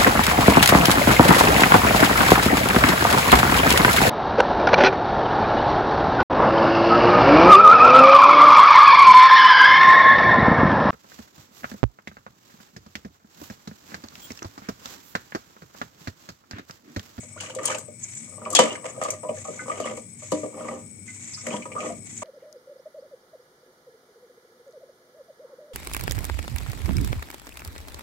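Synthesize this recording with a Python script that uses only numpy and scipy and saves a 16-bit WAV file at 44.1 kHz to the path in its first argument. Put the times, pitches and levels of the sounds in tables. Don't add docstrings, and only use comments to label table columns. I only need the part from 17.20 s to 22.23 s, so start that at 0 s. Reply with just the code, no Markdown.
import sys
import numpy as np
from scipy import signal
from scipy.fft import rfft, irfft, next_fast_len
from scipy.io import wavfile
from scipy.ndimage import uniform_filter1d

SR = 44100
rng = np.random.default_rng(int(sys.argv[2]) if len(sys.argv) > 2 else 0)


def waveform_to_disk(signal):
    frames = np.transpose(np.atleast_2d(signal))
    scaled = np.clip(frames, -1, 1) * 32767
    samples = np.round(scaled).astype(np.int16)
    wavfile.write(sys.argv[1], SR, samples)


N = 221990
TIME = np.arange(N) / SR
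AGE = TIME[:SR // 2]

# (time [s], level [dB], slap against that level [dB])
LANDINGS = [(0.03, -36, -34), (0.160, -36, -30), (0.233, -35.5, -5.5), (0.296, -28, -24),
            (0.388, -23, -15.5), (0.433, -32, -9), (0.481, -31, -2.5), (0.498, -21.5, -8.5),
            (0.543, -21.5, -18), (0.68, -27.5, -59), (1.388, -5, -9.5), (1.414, -13, -19.5),
            (1.444, -16, -21), (1.642, -24, -15), (1.654, -23.5, -10), (1.776, -22, -45),
            (1.814, -18.5, -8.5), (1.850, -21.5, -5.5), (1.883, -18.5, -14), (1.933, -26.5, -15.5),
            (2.031, -21, -23), (2.046, -20, -37), (2.091, -18, -22.5), (2.108, -19.5, -34),
            (2.173, -29, -28), (2.25, -33.5, -5.5), (2.281, -18.5, -33), (2.48, -21, -17),
            (2.515, -22.5, -20), (2.573, -28, -28), (2.599, -15.5, -19), (2.655, -23.5, -9),
            (2.709, -23, -18.5), (2.73, -25, -31), (2.772, -23.5, -28.5), (3.02, -32, -19),
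            (3.119, -11.5, -21), (3.231, -16, -26.5), (3.24, -17, -40), (3.394, -24.5, -40),
            (3.452, -29, -13), (3.514, -22, -24), (4.267, -21, -16.5), (4.306, -29, -30), (4.338, -21, -16),
            (4.454, -27, -10.5), (4.632, -35, -10), (4.657, -24.5, -12), (4.69, -31, -10.5),
            (5.02, -25, -8.5)]
# (full flow from [s], hold [s], build-up [s], tumble [dB], squelch [dB])
HANDFULS = [(0.208, 0.1, 0.15, -47.5, -45), (0.476, 0.071, 0.22, -35.5, -31.5),
            (1.406, 0.12, 0.36, -33.5, -39), (1.84, 0.082, 0.78, -44, -60), (2.601, 0.11, 0.57, -40, -42.5),
            (3.385, 0.16, 0.12, -37, -51.5), (4.313, 0.053, 0.11, -35, -37), (4.60, 0.069, 0.15, -34, -46)]
# (time [s], ping pitch [Hz], snap [dB], spit [dB])
SMACKS = [(0.206, 8200, -28, -41.5), (0.234, 9280, -35, -55), (0.349, 8240, -26.5, -49),
          (0.4317, 7200, -27, -73), (0.4544, 9000, -10, -57), (0.583, 7430, -26, -58),
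          (0.59, 7460, -30, -70), (1.3018, 8470, -21, -52), (1.328, 8000, -19.5, -47),
          (1.35, 8250, -6.5, -19), (1.3896, 7110, -16, -22.5), (1.835, 7700, -21, -44),
          (1.904, 6100, -16, -68), (2.601, 7100, -29.5, -48), (2.769, 7360, -32, -59.5),
          (3.118, 7470, -23.5, -41), (4.2673, 7390, -26.5, -57)]
# (time [s], pitch [Hz], level [dB], t60 [s])
PLOPS_AND_NOTES = [(0.362, 523, -23, 0.11), (1.260, 1150, -20, 0.038), (1.332, 1167, -21.5, 0.056),
                   (1.359, 3344, -10.5, 0.13), (1.389, 966, -8.5, 0.11), (1.389, 514, -7, 0.17),
                   (1.390, 760, -17, 0.062), (1.398, 609, -13, 0.085), (1.395, 3024, -19, 0.22),
                   (1.435, 227, -22, 0.17), (1.505, 2925, -28, 0.12), (2.047, 1000, -32.5, 0.12),
                   (2.091, 612, -17, 0.13), (2.497, 1178, -17, 0.085), (2.644, 1160, -25.5, 0.045),
                   (2.675, 1160, -23.5, 0.038), (3.119, 480, -16.5, 0.069), (3.122, 303.4, -33, 0.5),
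                   (3.128, 614.3, -20.5, 0.23), (3.484, 1190, -26.5, 0.092), (3.513, 796, -27.5, 0.069),
                   (4.341, 973, -30, 0.063), (4.563, 1200, -19.5, 0.052), (4.580, 1237, -23, 0.13),
                   (4.66, 527, -25, 0.086), (4.70, 680, -26, 0.13)]
# (time [s], centre [Hz], level [dB])
SQUISHES = [(0.174, 1360, -45), (0.201, 2790, -38), (0.259, 2700, -42.5), (0.301, 2810, -43),
            (0.386, 1800, -39), (0.496, 2340, -35.5), (0.544, 2630, -36.5), (1.251, 2450, -42.5),
            (1.391, 2350, -32.5), (1.552, 1700, -37), (1.901, 2310, -41.5), (2.087, 2500, -45.5),
            (2.169, 1720, -49), (2.497, 2300, -47), (2.515, 2060, -39.5), (2.578, 2500, -48),
            (2.639, 2950, -42.5), (2.67, 2070, -38.5), (2.772, 2260, -46.5), (3.482, 1930, -40),
            (4.266, 1930, -36), (4.305, 2530, -39), (4.421, 2400, -41.5), (4.517, 2310, -42),
            (4.603, 2460, -36)]
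# (start [s], hold [s], level [dB])
RAKES = [(0, 0.014, -43), (0.814, 0.21, -43), (2.151, 0.24, -42), (2.493, 0.26, -46.5), (3.002, 0.19, -42),
         (3.434, 0.12, -50.5), (3.876, 0.22, -44), (4.034, 0.3, -41), (4.6, 0.052, -41),
         (4.867, 0.14, -41.5)]
# (middle [s], half length [s], pitch [Hz], level [dB])
SQUEAKS = [(0.84, 0.0081, 6900, -27), (0.954, 0.0028, 7500, -29.5), (0.976, 0.012, 7360, -33.5),
           (1.703, 0.012, 7000, -38.5), (4.149, 0.012, 5170, -34), (4.2, 0.025, 5500, -44),
           (4.979, 0.006, 6900, -31.5)]
# (time [s], level [dB], best excited pitch [Hz])
NUDGES = [(2.39, -21.5, 1670), (3.878, -31, 2100), (4.172, -36.5, 1200)]

# (frequency [Hz], level [dB], t60 [s])
HOLLOW_MODES = [(180, -14, .14), (233, -15, .26), (302, -12, .3), (375, -21, .16), (472, -4, .12),
                (521, 1, .19), (612, 1, .2), (650, -6, .14), (787, -12, .15), (968, -10, .15),
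                (1120, -10, .1), (1185, -6, .11), (1243, -6, .11)]
WALL_MODES = [(2815, -2, .4), (2955, 0, .28), (3058, -2, .28), (3333, -2, .28), (3564, -4, .28),
              (3800, -5, .11), (4907, -3, .16), (5785, -2, .16)]
BOWL_MODES = [(1238, -3, .14), (1497, -5, .17), (1545, -7, .05), (2055, -2, .15), (2110, -1, .05),
              (3709, -6, .05)]

# (frequency [Hz], spectral density [dB])
SLAP_SPECTRUM = [(100, -25.5), (200, 5.5), (380, 17), (560, 20.5), (820, -8), (1150, 5.5), (1500, -10),
                 (1850, 2), (2300, -1), (3000, -6.5), (4200, -17), (8000, 0), (14000, -47)]
SMACK_SPECTRUM = [(1500, -10.5), (2600, -9), (3300, -9), (4000, -5.5), (4700, -1.5), (5300, -4), (6700, 9),
                  (8200, 8.5), (9300, 2.5), (11700, -7), (13000, -10), (16000, -29.5)]
SPRAY_SPECTRUM = [(700, -28.5), (1500, -17), (2300, -39), (3000, 4.5), (4000, 10), (5000, 8), (7000, 22.5),
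                  (10000, 2), (12500, -10.5), (16000, -29)]
SQUELCH_SPECTRUM = [(500, -21), (1100, -6.5), (1850, -5), (2300, 3.5), (2650, -6.5), (3000, 4), (3500, -11),
                    (5000, 0), (7000, 8.5), (10000, -5.5), (14000, -16)]
RUSTLE_SPECTRUM = [(1000, -15.5), (1650, -13.5), (2200, 1), (2800, -12.5), (4000, -14), (5000, -15.5),
                   (6000, -2.5), (6900, 4.5), (7900, 3.5), (8800, -5), (10000, -17.5), (12500, -37.5),
                   (16000, -55)]
MURMUR_SPECTRUM = [(90, -13.5), (170, 2), (218, 8), (236, 16.5), (256, -3.5), (303, 3.5), (335, -9),
                   (400, -6.5), (700, -24.5), (1500, -50.5)]
FLAME_SPECTRUM = [(20, -76), (50, -64), (72, -18.5), (90, -9), (100, 5), (110, -3.5), (125, -0.5),
                  (145, -8.5), (300, -15.5), (600, -39), (4000, -44)]
JET_SPECTRUM = [(1500, -16), (1950, -23), (2250, 6.5), (2750, -27.5), (4600, -21), (5500, -2),
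                (6300, -25.5), (6850, -0.5), (7150, -64), (7700, 9.5), (8150, 17.5), (8450, -2.5),
                (8800, -3.5), (9400, -2.5), (11000, -13.5), (13000, -31.5), (16000, -85.5)]

# (frequency [Hz], correlation [0-1])
MIC_LIKENESS = [(60, 0.93), (150, 0.99), (300, 0.71), (600, 0.65), (1200, 0.3), (2500, 0), (15000, 0.25)]

TRAIL_DB_PER_S = 294
WET_QUICKNESS = 2.9


def landings(thump_hz=300, ring_hz=440, slap_hz=860, middling_db=-18):
    out = np.zeros((2, N))
    for s, db, slap_db in LANDINGS:
        weight_db = .72 * (db - middling_db)
        thump_db = db + with_heap(s, open_db=-35, covered_db=-21.5) + weight_db
        ring_band = np.array([ring_hz, slap_hz]) * 2 ** (.12 * rng.uniform(-1.5, 1))
        blow = pot_response() * (1 + from_db(-4) * fade(.05))
        thump = from_db(thump_db) * unit_onset(passed(blow, [120, thump_hz], "band"))
        ring = from_db(db - 13.5) * unit_onset(passed(blow, ring_band, "band", order=2))
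        spurts = passed(blow, slap_hz, "high", order=5) * spatter(per_s=260, depth_db=3.5)
        slap = from_db(db + slap_db) * unit_onset(spurts)
        add(out, s, thump * pan(3.2) + ring * pan(1.6) + slap * pan(-.8))
    return out


def pot_response():
    heave = 1 + .006 * rng.standard_normal()
    modes = ringing([(hz * heave, db, t60) for hz, db, t60 in HOLLOW_MODES], spread_db=9.5)
    scatter = noise(SLAP_SPECTRUM) * (fade(.21) + fade(.012))
    return (unit_onset(modes) + from_db(-3.5) * unit_onset(scatter)) * attack(.002)


def tumble(gulp_db=-8.5):
    pieces = [unit_onset(pot_response()) + from_db(gulp_db) * unit_onset(rising_note(hz, 22 / hz))
              for hz in np.geomspace(480, 1300, 12)]
    falling = patter(pieces, flow(TRAIL_DB_PER_S), per_s=210, spread_db=5)
    return passed(falling, 182, "high", order=2) * pan(.46)


def flow(fall_db_per_s, quickness=1):
    return together(swell(s, hold_s, db, attack_s / quickness, fall_db_per_s)
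                    for s, hold_s, attack_s, db, _ in HANDFULS)


def with_heap(s, open_db, covered_db, covered_s=2.9):
    return open_db + (covered_db - open_db) * np.minimum(s / covered_s, 1)


def smacks(split_hz=5200):
    out = np.zeros((2, N))
    for s, hz, snap_db, spit_db in SMACKS:
        crack = noise(SMACK_SPECTRUM) * fade(.019)
        echo = passed(noise(SMACK_SPECTRUM), 7000, "low", order=2) * fade(.13)
        echo *= spatter(per_s=220, depth_db=3.5)
        burst = (crack + from_db(-14.5) * echo) * attack(.0044)
        ping = from_db(-2) * unit_onset(rising_note(hz, .022) * (1 - fade(.008)))
        treble = unit_onset(passed(burst, split_hz, "high"))
        snap = from_db(snap_db - 11) * unit_onset(treble + ping)
        spit = from_db(spit_db + 3) * unit_onset(passed(burst, [400, split_hz], "band"))
        wall = from_db(spit_db - 6) * unit_onset(ringing(WALL_MODES, spread_db=2) * fade(.6))
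        add(out, s, snap + spit + wall)
    return out * pan(3.3)


def plops_and_notes(hollow_db=-15):
    out = np.zeros((2, N))
    for s, hz, db, t60 in PLOPS_AND_NOTES:
        hollow = unit_onset(passed(pot_response(), [hz / 1.2, hz * 1.2], "band", order=2))
        add(out, s, from_db(db) * (rising_note(hz, t60) + from_db(hollow_db) * hollow))
    return out * pan(.42)


def rising_note(hz, t60, rise=.026):
    pitch = hz * (1 + rise * (.5 - fade(t60)))
    apart = mic_phase(hz) * rng.uniform(-.7, .7) * np.array([[1], [-1]])
    return np.sin(2 * np.pi * np.cumsum(pitch) / SR + apart) * fade(t60) * attack(1 / hz) ** 2


def spray():
    drops = []
    for hz in np.geomspace(900, 3200, 14):
        crackle = unit_onset(noise(SPRAY_SPECTRUM) * (fade(.03) - fade(.002)))
        drops.append(crackle + from_db(-3) * unit_onset(rising_note(hz, 24 / hz)))
    level_db = flow(TRAIL_DB_PER_S, WET_QUICKNESS) + with_heap(TIME, open_db=7.5, covered_db=-23.5)
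    return patter(drops, level_db, per_s=380, spread_db=4) * pan(.5)


def squelches():
    pressed = [swell(s, hold_s, db, attack_s / WET_QUICKNESS, WET_QUICKNESS * TRAIL_DB_PER_S)
               for s, hold_s, attack_s, _, db in HANDFULS]
    splats = [splat(hz, t60=.04, width=.16) for hz in np.geomspace(1400, 3400, 14)]
    return patter(splats, together(pressed) - 5, per_s=450, spread_db=3.2) * pan(2.5)


def squishes():
    out = np.zeros((2, N))
    for s, hz, db in SQUISHES:
        add(out, s, from_db(db) * splat(hz, t60=.084, width=.072))
    return out * pan(1.55)


def splat(hz, t60, width):
    edge = 1 + width
    sputter = noise(SQUELCH_SPECTRUM) * spatter(per_s=350, depth_db=4.5) * fade(t60) * attack(.0008)
    sputter = unit_onset(passed(sputter, [hz / edge, hz * edge], "band", order=1))
    plip = from_db(-6) * unit_onset(rising_note(hz, .03, rise=.08) * (1 - fade(.012)))
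    return unit_onset(sputter + plip)


def rustle(settling_db=-55.5):
    rubs = [noise(RUSTLE_SPECTRUM) * (fade(.05) - fade(.008)) for _ in range(8)]
    flicks = [passed(rub, [.9 * hz, 1.1 * hz], "band", order=2)
              for rub, hz in zip(rubs, np.geomspace(5800, 7900, 8))]
    strokes = [swell(s, hold_s, db, attack_s=.039, fall_db_per_s=99) for s, hold_s, db in RAKES]
    handling_db = together(strokes + [settling_db])
    rubbing = patter(rubs, handling_db, per_s=600, spread_db=3)
    ticks = patter(flicks, handling_db - 9, per_s=45, spread_db=4)
    return (rubbing + ticks) * pan(.14)


def squeaks(edge=1.125):
    out = np.zeros((2, N))
    for s, half_s, hz, db in SQUEAKS:
        band = [(hz / edge ** 4, -45), (hz / edge, -9), (hz, 0), (hz * edge, -9), (hz * edge ** 4, -50)]
        envelope = np.exp(-(AGE / half_s - 3) ** 2)
        add(out, s - 3 * half_s, from_db(db) * noise(band) * envelope)
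    return out


def bowl_clinks(fall_db_per_octave=30):
    out = np.zeros((2, N))
    for s, db, centre_hz in NUDGES:
        modes = [(hz, mode_db - fall_db_per_octave * abs(np.log2(hz / centre_hz)), t60)
                 for hz, mode_db, t60 in BOWL_MODES]
        rub = passed(noise(SQUELCH_SPECTRUM), [.8 * centre_hz, 1.2 * centre_hz], "band")
        scuff = from_db(-8) * unit_rms(rub) * fade(.07)
        clink = ringing(modes, spread_db=1) * spatter(per_s=90, depth_db=2.5)
        add(out, s, from_db(db) * (clink + scuff) * attack(.0045))
    return out


def pot_murmur(calm_db=-58.5):
    stirred_db = flow(fall_db_per_s=28) + with_heap(TIME, open_db=-27, covered_db=-5.5)
    level_db = together([stirred_db, calm_db]) + 2.52 * drift(7.8)
    return from_db(level_db) * noise(MURMUR_SPECTRUM, N) * pan(1.54)


def flame():
    return from_db(-49.5 + .4 * drift(31)) * noise(FLAME_SPECTRUM, N) * pan(2.2)


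def gas_jet():
    hiss = noise(JET_SPECTRUM, N)
    bands = [passed(hiss, 4000, kind) * from_db(2.2 * drift(30) + 1.5 * drift(7))
             for kind in ("low", "high")]
    left, right = from_db(-48) * sum(bands)
    shaded = passed(right, 6300, "low", order=2)
    return np.array([from_db(4) * left, from_db(-1.5) * shaded])


def kitchen(x, t60=.28, wall_hz=6500):
    diffuse = passed(rng.standard_normal((2, len(AGE))), wall_hz, "low", order=1)
    return convolved(x, diffuse * fade(t60) * attack(.00053))


def ringing(modes, spread_db):
    out = 0
    for (hz, db, t60), (strength, sign, side) in zip(modes, rng.standard_normal((len(modes), 3))):
        apart = mic_phase(hz) * np.sign(side) * np.array([[.5], [-.5]])
        gain = np.sign(sign) * from_db(db + spread_db * min(strength, 1))
        out = out + gain * fade(t60) * np.sin(2 * np.pi * hz * AGE + apart)
    return out


def patter(responses, level_db, per_s, spread_db):
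    sizes = from_db(spread_db * np.minimum(rng.exponential(1, N), 4)) * rng.choice([-1, 1], N)
    clicks = sizes * (rng.random(N) < per_s / SR)
    local_rms = np.sqrt(np.abs(uniform_filter1d(clicks ** 2, size=2600)) + 1e-6)
    clicks = clicks / local_rms * from_db(level_db)
    dealt = rng.integers(0, len(responses), N)
    return sum(convolved((clicks * (dealt == k))[None], r) for k, r in enumerate(responses))


def noise(spectrum, size=len(AGE)):
    padded = next_fast_len(size)
    mid, side = rfft(rng.standard_normal((2, padded)))
    hz = np.arange(len(mid)) * SR / padded
    alike = at_hz(MIC_LIKENESS, hz)
    both = np.sqrt(1 + alike) * mid + np.sqrt(1 - alike) * side * [[1], [-1]]
    return unit_rms(irfft(both * from_db(at_hz(spectrum, hz)), padded)[:, :size])


def mic_phase(hz):
    return np.arccos(at_hz(MIC_LIKENESS, hz))


def swell(start_s, hold_s, db, attack_s, fall_db_per_s):
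    early_s = np.maximum(start_s - TIME, 0)
    late_s = np.maximum(TIME - start_s - hold_s, 0)
    return db - 31 * (early_s / attack_s) ** 2 - fall_db_per_s * late_s


def together(levels_db):
    return 10 * np.log10(sum(from_db(db) ** 2 for db in levels_db) + 1e-14)


def spatter(per_s, depth_db):
    knots = rng.standard_normal(1000)
    wobble = np.interp(AGE * per_s, np.arange(len(knots)), knots)
    return from_db(depth_db * wobble * (1 - fade(.03)))


def drift(per_s):
    knots = rng.standard_normal(2000)
    return unit_rms(np.interp(TIME * per_s, np.arange(len(knots)), knots))


def from_db(db):
    return 10 ** (np.asarray(db) / 20)


def unit_rms(x):
    return x / np.sqrt(np.mean(x ** 2) + 1e-20)


def unit_onset(x):
    return x / np.sqrt(np.mean(x[..., :SR // 50] ** 2) + 1e-20)


def at_hz(points, hz):
    knot_hz, values = np.array(points).T
    return np.interp(np.log(hz + 1), np.log(knot_hz), values)


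def pan(left_db):
    return from_db([[left_db / 2], [-left_db / 2]])


def attack(rise_s):
    return 1 - np.exp(-AGE / rise_s)


def fade(t60):
    return np.exp(-np.log(1000) * AGE / max(t60, .005))


def add(out, s, sound):
    start = int(np.clip(s * SR, 0, N - 1))
    out[:, start:start + sound.shape[-1]] += sound[..., :N - start]


def passed(x, hz, kind, order=3):
    return signal.sosfilt(signal.butter(order, hz, kind, fs=SR, output="sos"), x)


def convolved(x, response):
    return signal.oaconvolve(x, response / np.sqrt(np.sum(response ** 2) / 2), axes=1)[:, :N]


def scene(right_lag_s=.0001):
    beans = landings() + smacks() + plops_and_notes() + squelches() + squishes()
    beans += bowl_clinks() + squeaks() + tumble() + spray() + rustle()
    left, right = passed(beans, 89.7, "high", order=2)
    right = np.pad(right, (int(right_lag_s * SR), 0))[:N]
    beans = np.array([left, right])
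    return beans + from_db(-16) * kitchen(beans) + flame() + gas_jet() + pot_murmur()


def record(dry, notch_hz=8400, cutoff_hz=15800):
    right = signal.lfilter(*signal.iirnotch(notch_hz, Q=4, fs=SR), dry[1])
    clipped = np.clip([dry[0], right], -1, 1)
    low_cut = passed(clipped, 41, "high", order=1)
    return signal.sosfilt(signal.ellip(10, .1, 80, cutoff_hz, fs=SR, output="sos"), low_cut)


dry = scene()
out = record(dry)
waveform_to_disk(out)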